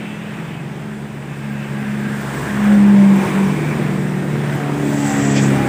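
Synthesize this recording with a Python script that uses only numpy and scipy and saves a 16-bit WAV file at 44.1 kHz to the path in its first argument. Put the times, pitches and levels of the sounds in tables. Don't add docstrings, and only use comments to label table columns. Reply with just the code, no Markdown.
import sys
import numpy as np
from scipy import signal
from scipy.fft import rfft, irfft, next_fast_len
from scipy.io import wavfile
from scipy.ndimage import uniform_filter1d, map_coordinates

SR = 44100
rng = np.random.default_rng(int(sys.argv[2]) if len(sys.argv) > 2 else 0)


def makeup_ratio(level_db):
    decades = np.asarray(level_db, float) / 20
    return 10 ** decades


def generate_wav(sig):
    pcm = np.round(np.clip(np.atleast_2d(sig).T, -1, 1) * 32767).astype(np.int16)
    wavfile.write(sys.argv[1], SR, pcm)


N = 250488


def first_truck():
    # time in seconds, firing rate in Hz.
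    speed = [(0, 69.3), (.5, 70.1), (1.15, 70.6), (1.6, 70.1), (2.4, 69.3), (2.75, 68.3), (3.17, 65.3),
             (3.6, 64.7), (4.35, 63), (5, 63)]
    # time in seconds, dB rms.
    boom = [(0, -28.5), (.11, -30), (.55, -37.5), (.93, -29.5), (1.32, -41.5), (1.45, -29), (1.76, -26.5),
            (2.0, -22), (2.42, -33.5), (2.7, -9), (3.1, -7.5), (3.19, -13), (3.3, -25.5), (3.41, -12),
            (3.63, -32), (3.96, -20.5), (4.3, -28.5), (5.0, -38)]
    # time in seconds, level in dB rms, length in seconds.
    lobes = [
        [(1.5, -50, 1.2), (2.6, -42, .25), (3.5, -59, .5)],
        [(.6, -36, 0.56), (2.05, -27, .6), (2.97, -31.5, .1), (3.9, -29.5, 0.21), (4.52, -31, .08)],
        [],
        [(0, -36.5, 0.13), (1.4, -52, 0.28), (2.65, -52, 0.17), (3.15, -29, .07), (3.55, -31, 0.088),
         (4.05, -33, 0.07), (4.85, -38, .12)],
    ]
    # time in seconds, order as a multiple of the firing rate, level in dB rms, length in seconds.
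    flares = [(2.49, 9, -38, .05), (2.6, 5.5, -35, .07), (2.68, 11, -39, .05), (2.73, 8, -31.5, .06),
              (2.73, 10, -37, .05), (2.86, 4.5, -30, .07), (2.87, 5.5, -35, .06), (3.02, 5, -32, .05),
              (3.03, 9, -32, .06), (3.24, 5.5, -29, .07), (3.44, 6.5, -34, .19), (4.32, 7, -38, .06)]
    return truck(speed, boom, 3, lobes, flares, drift=.008, upper_db=-8)


def second_truck():
    # time in seconds, firing rate in Hz.
    speed = [(3.1, 74.8), (3.54, 75.2), (4.1, 74), (4.5, 72.5), (4.75, 72.3), (5, 71.4), (5.25, 70.1),
             (5.68, 67.3)]
    # time in seconds, level in dB rms.
    boom = [(3.1, -30), (3.25, -31), (3.6, -19.5), (3.95, -24.5), (4.45, -21.5), (5.19, -25.5), (5.3, -20),
            (5.52, -16), (5.68, -24.5)]
    # time in seconds, level in dB rms, length in seconds.
    lobes = [
        [(3.6, -45, .5), (5, -45, .3), (5.68, -40, 0.2)],
        [],
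        [(3.75, -28, 0.29), (4.4, -30.5, .1), (5.15, -21.5, 0.3), (5.5, -24.5, 0.14)],
        [(3.8, -36, 0.17), (5.1, -20.5, 0.34), (5.6, -26, 0.14)],
    ]
    # time in seconds, order as a multiple of the firing rate, level in dB rms, length in seconds.
    flares = [(3.8, 4.5, -35, .35), (4.3, 5, -38, .4), (4.65, 10, -37, .05), (4.86, 5, -35, .07),
              (4.9, 9, -40, .05), (4.85, 5.5, -31, .16), (4.95, 8.5, -36, .07), (4.97, 4.5, -35, .08),
              (5.03, 12, -36, .04), (5.13, 11, -30, .06), (5.18, 5, -30, .06), (5.29, 10, -33, .05),
              (5.31, 6, -33, .06), (5.57, 11.5, -36, .05), (5.61, 8, -35, .05), (5.61, 9, -37, .05),
              (5.5, 5, -27, .05), (5.63, 5, -26, .06), (5.63, 12, -30, .05)]
    return truck(speed, boom, 2, lobes, flares, drift=.008, upper_db=-3)


def truck(speed, boom, boom_order, lobes, flares, drift, upper_db):
    # order as a multiple of the firing rate, level in dB under the roar.
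    upper_orders = [(1.5, -14), (2.5, -14), (3.5, -14), (4.5, -12), (5, -10), (5.5, -12), (6, -11),
                    (6.5, -14), (7, -13), (8, -14), (9, -15), (10, -16), (11, -17), (12, -18), (22, -18),
                    (25, -17), (27, -17), (29, -19), (35, -20)]
    rate, = curves(speed)
    firings = np.cumsum(rate) / SR + drift * wobble(14)

    sizes = [sum(makeup_ratio(db) * swell(s, length) for s, db, length in rows) + 1e-5 for rows in lobes]
    sizes[boom_order - 1] = makeup_ratio(uniform_filter1d(curves(boom)[0], size=SR // 16))
    exhaust = np.zeros(N)
    for k, db in enumerate(20 * np.log10(sizes)):
        turns = (k + 1) * firings - .07 * k * k
        waver_db = np.clip((-8 - db) / 16, .3, 1.2) * wobble(12)
        exhaust += tone(turns, db + .3 + waver_db, scatter=.03)

    body_db = loudness()[0]
    for order, db in upper_orders:
        exhaust += tone(order * firings, body_db + upper_db + db + 2 * wobble(8))
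    for s, order, db, length in flares:
        turns = order * firings + .05 * wobble(30)
        exhaust += swell(s, length) * tone(turns, db + 1 + 1.2 * wobble(20))
    return exhaust * window(speed, 0.28), firings


def roar(firings):
    # frequency in Hz, level in dB per Hz.
    block_colour = [(35, -45), (55, -24), (90, -17), (120, -5.5), (160, -1.5), (230, -4.5), (330, -5),
                    (450, -12), (600, -21.5), (900, -16), (1400, -34)]
    valve_colour = [(350, -8.5), (600, -1), (650, -3), (960, -5.5), (1320, -5), (1610, -3), (2270, -7),
                    (3480, -17.5), (4110, -25), (5000, -28), (6500, -59), (11000, -120)]
    tyre_colour = [(2060, -24), (3500, -2), (4180, -9.5), (5190, -6.5), (6700, -7.5), (7460, -4),
                   (8310, -3.5), (11500, -18), (14900, -11.5), (15600, -10), (16000, -21)]
    rumble_colour = [(20, -31), (45, -35), (60, -12.5), (90, -12), (115, 0.5), (150, -3), (200, -52)]
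    body_db, clatter_db, fizz_db = loudness()
    throb = 1 + .07 * np.cos(np.pi * firings)
    body = makeup_ratio(body_db + 0.5 + 0.52 * wobble(4.7)) * rush(block_colour, patchy_db=1.5) * throb
    clatter = makeup_ratio(clatter_db - 1.26 + 0.76 * wobble(6.5)) * rush(valve_colour, patchy_db=0.84) * throb
    fizz = makeup_ratio(fizz_db + 5.5 + 0.5 * wobble(9.2)) * rush(tyre_colour, patchy_db=1)
    rumble = makeup_ratio(body_db - 13 + wobble(4)) * rush(rumble_colour, patchy_db=1.5)
    return body + clatter + fizz + rumble


def loudness():
    # time in seconds, level in dB.
    nearness = [(0, -36.5), (.6, -39), (1.1, -39.5), (1.6, -37), (2.26, -33), (2.64, -28.5), (2.85, -31.5),
                (3.1, -32), (3.25, -27.5), (3.4, -30), (3.64, -31.5), (4.12, -34), (4.5, -33), (4.8, -34),
                (5.1, -29.5), (5.4, -31), (5.58, -27.5), (5.68, -27.5)]
    # time in seconds,
    # length in seconds, change in dB.
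    block_shows = [
        (2.85, 0.15, 4.5),
        (4.7, 0.34, 1),
        (5.05, .08, -3),
        (5.5, 0.43, 3.5),
    ]
    tyre_swells = [
        (0, 0.17, -2),
        (2.302, 0.13, 2),
        (2.62, 0.14, -1.5),
        (3.1, .1, 0.5),
        (4.55, .05, 2),
        (4.94, 0.15, 3.5),
        (5.37, 0.043, -1.5),
        (5.63, 0.033, -2),
    ]
    near_db = uniform_filter1d(curves(nearness)[0], size=SR // 14)
    near_db = near_db - near_db.mean()
    block_db = sum(db * swell(s, length) for s, length, db in block_shows)
    tyres_db = sum(db * swell(s, length) for s, length, db in tyre_swells)
    return -30 + 0.68 * near_db + block_db, -31 + near_db, -50 + 1.15 * near_db + tyres_db


def panels():
    # time in seconds, length in seconds, resonance in Hz, width in Hz, level in dB rms.
    ringing = [(1.9, 0.45, 1610, 70, -42), (2.48, 0.37, 1620, 330, -34), (3.2, 0.058, 920, 240, -30),
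               (3.25, 0.39, 996, 220, -31.5), (3.44, 0.3, 2300, 240, -36), (5.28, 0.19, 1900, 120, -34.5),
               (5.16, 0.19, 2730, 130, -45), (4.9, .05, 14500, 1000, -51), (4.89, 0.19, 660, 520, -31),
               (4.7, .12, 1220, 380, -38), (5.45, 0.14, 580, 240, -32.5), (1.6, 0.3, 2300, 1100, -43),
               (2.47, 0.17, 1060, 270, -34), (3.42, 0.49, 320, 142, -26.5), (0.11, 0.51, 2530, 1200, -42)]
    out = np.zeros(N)
    for s, length, hz, width, db in ringing:
        shape = [(hz - 2 * width, -30), (hz - width / 2, -3), (hz, 0), (hz + width / 2, -3), (hz + 2 * width, -30)]
        shape = [(max(f, 20), v) for f, v in shape]
        out += makeup_ratio(db) * swell(s, length) * rush(shape, patchy_db=2)
    return out


def air_brake():
    # frequency in Hz, level in dB per Hz.
    nozzle_colour = [(2650, -38), (4500, -14), (5200, -19), (5710, -7), (6790, -4.5), (7650, 1),
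                     (8010, 1.5), (8470, -36), (9000, -29), (11700, -42), (19800, -120)]
    puff_colour = [(880, -33), (1500, -15), (2490, 2), (2780, -7.5), (3310, -1.5), (4230, -13), (4760, -5),
                   (7730, -12), (8500, -40), (11000, -46), (18700, -120)]
    open_s, shut_s, shut_db_per_s = 4.96, 5.43, 140
    hiss_db = ridge(-29.5, shut_s, shut_s, 12, shut_db_per_s)
    hiss_db = hiss_db + ridge(0, open_s, shut_s, 70, 0)
    leak_db = ridge(-35, shut_s, shut_s, 25, shut_db_per_s)
    hiss = makeup_ratio(hiss_db - 1.5 + 1.2 * wobble(40)) * rush(nozzle_colour, patchy_db=1.4)
    flow = makeup_ratio(leak_db) + makeup_ratio(-29) * swell(5.375, .02)
    return hiss + flow * makeup_ratio(2.0 * wobble(60)) * rush(puff_colour, patchy_db=0.5)


def bus():
    start_hz, sag_hz_per_s, loudest_s, gone_s = 168.7, 10.7, 0.45, 1.7
    hz = start_hz - sag_hz_per_s * np.arange(N) / SR
    db = ridge(-31.5, loudest_s, loudest_s, 12, 12)
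    return tone(np.cumsum(hz) / SR + 0.016 * wobble(8.6), db) * window([[0], [gone_s]], .3)


def squeal():
    # time in seconds, length in seconds, pitch in Hz, level in dB rms.
    cries = [
        (.11, .06, 2650, -42),
        (.33, .14, 2605, -53),
        (.59, .05, 2560, -48),
        (1.4, .1, 2610, -50),
        (1.59, .065, 2627, -45),
        (1.85, .1, 2602, -54),
    ]
    t, out = np.arange(N) / SR, np.zeros(N)
    for s, length, hz, db in cries:
        turns = hz * t + .08 * wobble(60) + .25 * wobble(12)
        out += swell(s, length) * tone(turns, db + 1 + 1.5 * wobble(25))
    return out


def grit():
    # start in seconds, peak level in dB, centre frequency in Hz.
    ticks = [(1.501, -43, 15100), (1.5269, -44, 15000), (1.8023, -43, 14700), (1.934, -43, 15100),
             (2.0014, -42, 14000), (2.2089, -38, 14300), (2.3401, -38, 15000), (2.4164, -37, 13900),
             (2.6414, -38, 13800), (3.1592, -38, 12700), (4.0287, -44, 12700), (4.5466, -36, 13600)]
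    half_width_hz, rise_s = 700, .005
    out, t = np.zeros(N + SR), np.arange(SR // 20) / SR
    shape = (t / rise_s) * np.exp(1 - t / rise_s)
    for s, db, hz in ticks:
        band = [hz - half_width_hz, min(hz + half_width_hz, 15600)]
        sos = signal.butter(3, band, "band", fs=SR, output="sos")
        burst = unit(signal.sosfilt(sos, rng.standard_normal(len(t))))
        out[round(s * SR):][:len(t)] += makeup_ratio(db - 9.5) * shape * burst
    return out[:N]


def unit(x):
    return x / np.sqrt(np.mean(x ** 2) + 1e-20)


def curves(rows):
    s, *cols = np.transpose(rows)
    return [np.interp(np.arange(N) / SR, s, c) for c in cols]


def window(rows, fade):
    start, end = rows[0][0], rows[-1][0]
    return np.interp(np.arange(N) / SR, [start - fade, start, end, end + fade], [0, 1, 1, 0])


def wobble(rate):
    knots = rng.standard_normal(int(N * rate / SR) + 4)
    return map_coordinates(knots, [np.arange(N) * rate / SR])


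def swell(s, length):
    return np.exp(-.5 * ((np.arange(N) / SR - s) / length) ** 2)


def ridge(db, start, end, rise_db, fall_db):
    t = np.arange(N) / SR
    return db - rise_db * np.maximum(start - t, 0) - fall_db * np.maximum(t - end, 0)


def tone(turns, db, scatter=1):
    return np.sqrt(2) * makeup_ratio(db) * np.sin(2 * np.pi * (turns + scatter * rng.random()))


def rush(spectrum, patchy_db):
    z = signal.stft(rng.standard_normal(N + 512), nperseg=512)[2]
    field = uniform_filter1d(rng.standard_normal(z.shape), 6, 0)
    field = uniform_filter1d(field, 10, 1)
    x = signal.istft(z * makeup_ratio(patchy_db * unit(field)), nperseg=512)[1][:N]
    m = next_fast_len(N + 8192)
    f, v = np.transpose(spectrum)
    log_hz = np.log(np.fft.rfftfreq(m, 1 / SR) + 1)
    gain = makeup_ratio(np.interp(log_hz, np.log(f + 1), v, left=-120, right=-120))
    return unit(irfft(rfft(x, m) * gain, m)[:N])


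def scene():
    first, first_firings = first_truck()
    second, second_firings = second_truck()
    nearest = np.where(np.arange(N) < 3.6 * SR, first_firings, second_firings)
    return (first + second + roar(nearest) + panels() + air_brake() + bus() + squeal() + grit())[None]


def top_cut(x):
    return signal.sosfilt(signal.butter(12, 16590, fs=SR, output="sos"), x)


def record(dry):
    m = next_fast_len(N + 4096)
    in_band = np.fft.rfftfreq(m, 1 / SR) < 15500
    kept = irfft(rfft(dry, m) * in_band, m)[:, :N]
    return top_cut(kept)


dry = scene()
out = record(dry)
generate_wav(out)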